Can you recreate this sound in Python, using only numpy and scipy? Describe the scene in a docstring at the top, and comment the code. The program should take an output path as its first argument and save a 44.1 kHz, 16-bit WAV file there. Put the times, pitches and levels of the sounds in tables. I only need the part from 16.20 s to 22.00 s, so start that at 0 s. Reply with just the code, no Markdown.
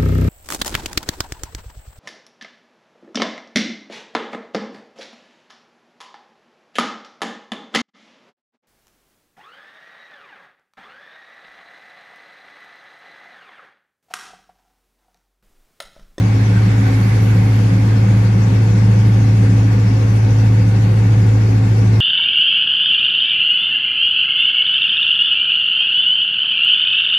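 """A small four-cylinder engine pulls an open rail car at steady speed, heard from a bench in the car.
The exhaust drones at twice the firing rate, belt-driven shafts hum, the valve gear hisses once a cycle.
The wheels rumble through the body. In a bend near the start the flanges scrub and sing thinly on the
rail; later the track gets smoother and the floor booms less."""
import sys
import numpy as np
from scipy import signal
from scipy.fft import rfft, irfft
from scipy.io import wavfile
from scipy.ndimage import uniform_filter1d

SR = 44100
rng = np.random.default_rng(int(sys.argv[2]) if len(sys.argv) > 2 else 0)


def unload_audio(sound):
    """Save the sound as a 16-bit wav file, at the path given as the first command line argument."""
    columns = np.transpose(np.atleast_2d(sound))
    # keep every value between -1 and 1, then stretch to whole-number steps
    steps = np.round(np.clip(columns, -1, 1) * 32767)
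    wavfile.write(sys.argv[1], SR, steps.astype(np.int16))


N = 255935
TIME_S = np.arange(N) / SR
FREQ_HZ = np.fft.rfftfreq(N, 1 / SR)


def gain_of(db):
    """Decibels to amplitude."""
    return 10 ** (np.asarray(db) / 20)


def curve(rows):
    """(time [s], value) rows interpolated per sample."""
    return np.interp(TIME_S, *np.transpose(rows))


def spectrum(rows):
    """Columns of a frequency table, interpolated on a log axis."""
    hz, *columns = np.transpose(rows)
    return np.array([np.interp(np.log(FREQ_HZ + 1), np.log(hz + 1), c) for c in columns])


def resonances(modes):
    """Left and right gain of steep-sided resonances, summed in power."""
    power = sum(gain_of([[left_db], [right_db]]) ** 2 / (1 + ((FREQ_HZ - hz) / width_hz) ** 2) ** 2
                for hz, width_hz, left_db, right_db in modes)
    return np.sqrt(power)


def wander(cutoff_hz):
    """Low-passed random drift, unit variance."""
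    lowpass = 1 / (1 + (FREQ_HZ / cutoff_hz) ** 2) ** 2
    drift = irfft(rfft(rng.standard_normal(N)) * lowpass, N)
    return (drift - drift.mean()) / drift.std()


def noise(density):
    """Stereo noise of given amplitude density: coherent bass, diffuse treble."""
    # left-right likeness: (frequency [Hz], correlation [-])
    likeness = [(160, 1.0), (260, 0.94), (420, 0.23), (680, 0.39), (1100, 0.000059), (1800, -.05),
                (2900, 0.32), (4700, -0.049)]
    correlation = np.clip(spectrum(likeness)[0], -1, 1)
    left, independent = rfft(rng.standard_normal((2, N)))
    right = correlation * left + np.sqrt(1 - correlation ** 2) * independent
    return irfft(np.array([left, right]) * density, N) * np.sqrt(SR / 2)


def patchy(x, depth_db, frames=14, bins=14):
    """Level drift in random time-frequency patches."""
    stft = signal.stft(x, nperseg=512)[2]
    field = uniform_filter1d(rng.standard_normal(stft.shape[1:]), bins, 0)
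    field = uniform_filter1d(field, frames, 1)
    return signal.istft(stft * gain_of(depth_db * field / field.std()))[1][:, :N]


def canopy(x, echo_db=-6, count=12):
    """Early echoes off benches, screens and roof, different on each side."""
    taps = np.zeros((2, SR // 30))
    for side in taps:
        echoes = rng.choice([-1, 1], count) * gain_of(echo_db) / np.sqrt(count)
        side[rng.integers(SR // 500, len(side), count)] = echoes
    taps[:, 0] = 1
    return signal.oaconvolve(x, taps / np.linalg.norm(taps[0]), axes=1)[:, :N]


def exhaust(turns, swell_hz=1.3, swell_db=0.62, crest_s=1.187, flutter_db=1.0, flutter_hz=4):
    """Four firings in two turns; unequal cylinders make the crank hurry and lag once a cycle."""
    # drone strength: (time [s], level [dB])
    strength = [(0, -12.6), (2.3, -11.4), (3.25, -9.9), (3.55, -12.5), (4.0, -11), (5.8, -11.1)]
    # exhaust partials: (order [x crank speed], relative level [dB])
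    partials = [(2, -18), (2.5, -32), (3, -39), (4, 0), (5, -28), (6, -27), (6.5, -34), (7, -26),
                (7.5, -22), (8, -32), (10, -35), (11.5, -34), (12.5, -38), (14.5, -40), (18, -34),
                (21.5, -41), (33, -42)]
    level_db = curve(strength) + swell_db * np.cos(2 * np.pi * swell_hz * (TIME_S - crest_s))
    imbalance = np.cos(np.pi * turns)
    crank_turns = turns + 0.008 * imbalance
    drone = np.zeros(N)
    for order, db in partials:
        drift_db = flutter_db * wander(flutter_hz) if order > 4 else 0
        drone += gain_of(db + drift_db) * np.cos(2 * np.pi * (order * crank_turns + rng.random()))
    return np.sqrt(2) * gain_of(level_db) * (1 + 0.07 * imbalance) * drone


def shafts(turns, slip_turns=0.02, flutter_db=2.5):
    """Fan and pump hum out of step with the firing; their belt slips a little."""
    # shaft tones: (speed [x crank speed], [(harmonic [-], level [dB])])
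    tones = [(1.66, [(2, -35), (3, -34), (4, -31), (6, -31.5)]), (1.104, [(1, -55), (2, -44), (4, -36)])]
    hum = np.zeros(N)
    for ratio, harmonics in tones:
        angle_rad = 2 * np.pi * (ratio * turns + slip_turns * wander(3.7))
        for harmonic, db in harmonics:
            gain = gain_of(db + flutter_db * wander(7.9))
            hum += gain * np.cos(harmonic * angle_rad + 2 * np.pi * rng.random())
    return np.sqrt(2) * hum


def valves(turns, throb_db=1.7):
    """Valve-gear hiss, swelling once per two-turn cycle."""
    # hiss spectrum: (frequency [Hz], left [dB/Hz], right [dB/Hz])
    hiss_bands = [(1490, -85, -92), (3250, -80.5, -89), (4460, -79.5, -87), (5500, -79, -84.5),
                  (6600, -79.5, -85.5), (7530, -86, -91), (8600, -90, -90), (12500, -96, -96)]
    hiss = patchy(noise(gain_of(spectrum(hiss_bands))), depth_db=3.08, frames=9, bins=7)
    return hiss * gain_of(throb_db * np.cos(np.pi * turns))


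def rolling(wheel_hz=7.3, wheel_db=0.6, rough_db=1.5, smooth_db=-3, change_at_s=3.7, change_s=0.26):
    """Rails, rough then smoother, shake the floor and ring the body; the roar swells each wheel turn."""
    # wheel-rail roar: (frequency [Hz], left [dB/Hz], right [dB/Hz])
    roar_bands = [(229, -67, -68), (320, -58, -61), (460, -59.5, -62), (606, -68.5, -70.5),
                  (950, -65.5, -68), (1350, -70, -73.5), (1940, -67, -73.5), (2650, -77, -76),
                  (3190, -78.5, -80.5), (4060, -83, -94), (6500, -84, -88), (8500, -95.5, -95),
                  (12500, -94, -95)]
    # body and wheel modes: (frequency [Hz], width [Hz], left [dB/Hz], right [dB/Hz])
    body_modes = [(258.3, 11.2, -45, -46.5), (387, 27, -54, -60), (489, 26.5, -55, -57.5),
                  (527.3, 10.5, -65.5, -51.5), (642, 40, -77, -63), (771, 40, -58.5, -62.5),
                  (876, 27, -65, -66), (947, 12.5, -61.5, -68), (1154, 57, -67, -71), (1277, 26, -71, -74),
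                  (1480, 70, -66.5, -67.5), (1605, 45, -64, -73), (1740, 16, -66.5, -67.5),
                  (2110, 60, -70, -72.5), (2246, 45, -68.5, -65.5), (2494, 40, -67, -74),
                  (2638, 21, -66.5, -74.5), (2710, 38, -72, -73.5), (3447, 24, -78.5, -73.5),
                  (3710, 38, -74, -86), (4530, 250, -77, -79.5), (5480, 110, -80.5, -80)]
    # floor panel modes: (frequency [Hz], width [Hz], left [dB/Hz], right [dB/Hz])
    floor_modes = [(188.2, 16.6, -39.5, -39), (293, 25, -56.5, -59)]
    # car rumble: (frequency [Hz], level [dB/Hz])
    rumble_bands = [(24, -78), (40, -69), (62, -55.5), (90, -50.5), (150, -49.5), (210, -58), (235, -67.5),
                    (290, -52), (420, -63.5), (600, -75), (1000, -84.5), (3000, -110)]
    smoothness = (1 + np.tanh((TIME_S - change_at_s) / change_s)) / 2
    track_db = rough_db + (smooth_db - rough_db) * smoothness
    wheel_turns = wheel_hz * TIME_S + 0.12 * wander(0.9)
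    contact = gain_of(wheel_db * np.cos(2 * np.pi * wheel_turns))
    roar = noise(gain_of(spectrum(roar_bands)))
    roar = patchy(canopy(roar), depth_db=1.34)
    body = noise(resonances(body_modes)) * gain_of(0.1 * track_db)
    boom = noise(resonances(floor_modes)) * gain_of(track_db)
    rumble = noise(gain_of(spectrum(rumble_bands)))
    return rumble + boom + contact * (roar + body)


def bend(straight_db, peak_db, lead_s=0, stretch=1, apex_s=0.99, bite_s=0.46, release_s=0.64):
    """Gain from flange pressure in one bend: quick bite, slower release."""
    t = (TIME_S - apex_s + lead_s) / stretch
    pressure = np.where(t < 0, np.exp(-(t / bite_s) ** 2), np.exp(-abs(t) / release_s))
    return gain_of(straight_db) + (gain_of(peak_db) - gain_of(straight_db)) * pressure


def flanges():
    """Flanges rub the rail: broad scrub, thin singing wheel modes, a few short squeaks."""
    # scrub spectrum: (frequency [Hz], left [dB/Hz], right [dB/Hz])
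    scrub_bands = [(500, -70.5, -80), (1000, -64.5, -68.5), (1500, -76, -67.5), (2160, -70.5, -63),
                   (2630, -77.5, -75.5), (4000, -78, -81.5), (5400, -82.5, -85), (7500, -85.5, -100),
                   (10000, -94, -93), (12500, -103, -98)]
    # high wheel modes: (frequency [Hz], width [Hz], left [dB/Hz], right [dB/Hz])
    wheel_modes = [(10000, 250, -83, -79), (10920, 180, -79, -84), (12420, 220, -78.5, -77)]
    # groans and squeaks: (time [s], half-length [s], frequency [Hz], width [Hz], level [dB/Hz])
    bursts = [(.26, 0.017, 6000, 250, -68), (0.363, 0.042, 1500, 90, -56), (0.663, 0.024, 1500, 50, -51.5),
              (2.237, .018, 6050, 300, -67)]
    scrub = patchy(noise(gain_of(spectrum(scrub_bands))), depth_db=2.0, frames=8, bins=10)
    scrub *= bend(straight_db=-9.5, peak_db=1, lead_s=0.17, stretch=1.93)
    singing = patchy(noise(resonances(wheel_modes)), depth_db=3, frames=6, bins=6)
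    singing *= bend(straight_db=-30, peak_db=-1.5)
    squeaks = np.zeros((2, N))
    for at_s, half_s, hz, width_hz, db in bursts:
        envelope = np.exp(-((TIME_S - at_s) / half_s) ** 2)
        squeaks += envelope * noise(resonances([(hz, width_hz, db, db)]))
    return canopy(scrub + singing, echo_db=-3.5) + squeaks


def scene():
    """Engine ahead, wheels below."""
    # crank speed: (time [s], speed [rev/s])
    crank_speed = [(0, 27.12), (2.5, 27.25), (4.0, 27.18), (4.6, 27.11), (5.8, 27.12)]
    turns = np.cumsum(curve(crank_speed)) / SR
    engine = exhaust(turns) + shafts(turns) + canopy(valves(turns), echo_db=-5)
    return engine + rolling() + flanges()


def record(dry, cutoff_hz=12850):
    """Steep low-pass band limit."""
    lowpass = signal.firwin(511, cutoff_hz, window=("kaiser", 9), fs=SR)
    return signal.oaconvolve(dry, lowpass[None], "same")


dry = scene()
out = record(dry)
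unload_audio(out)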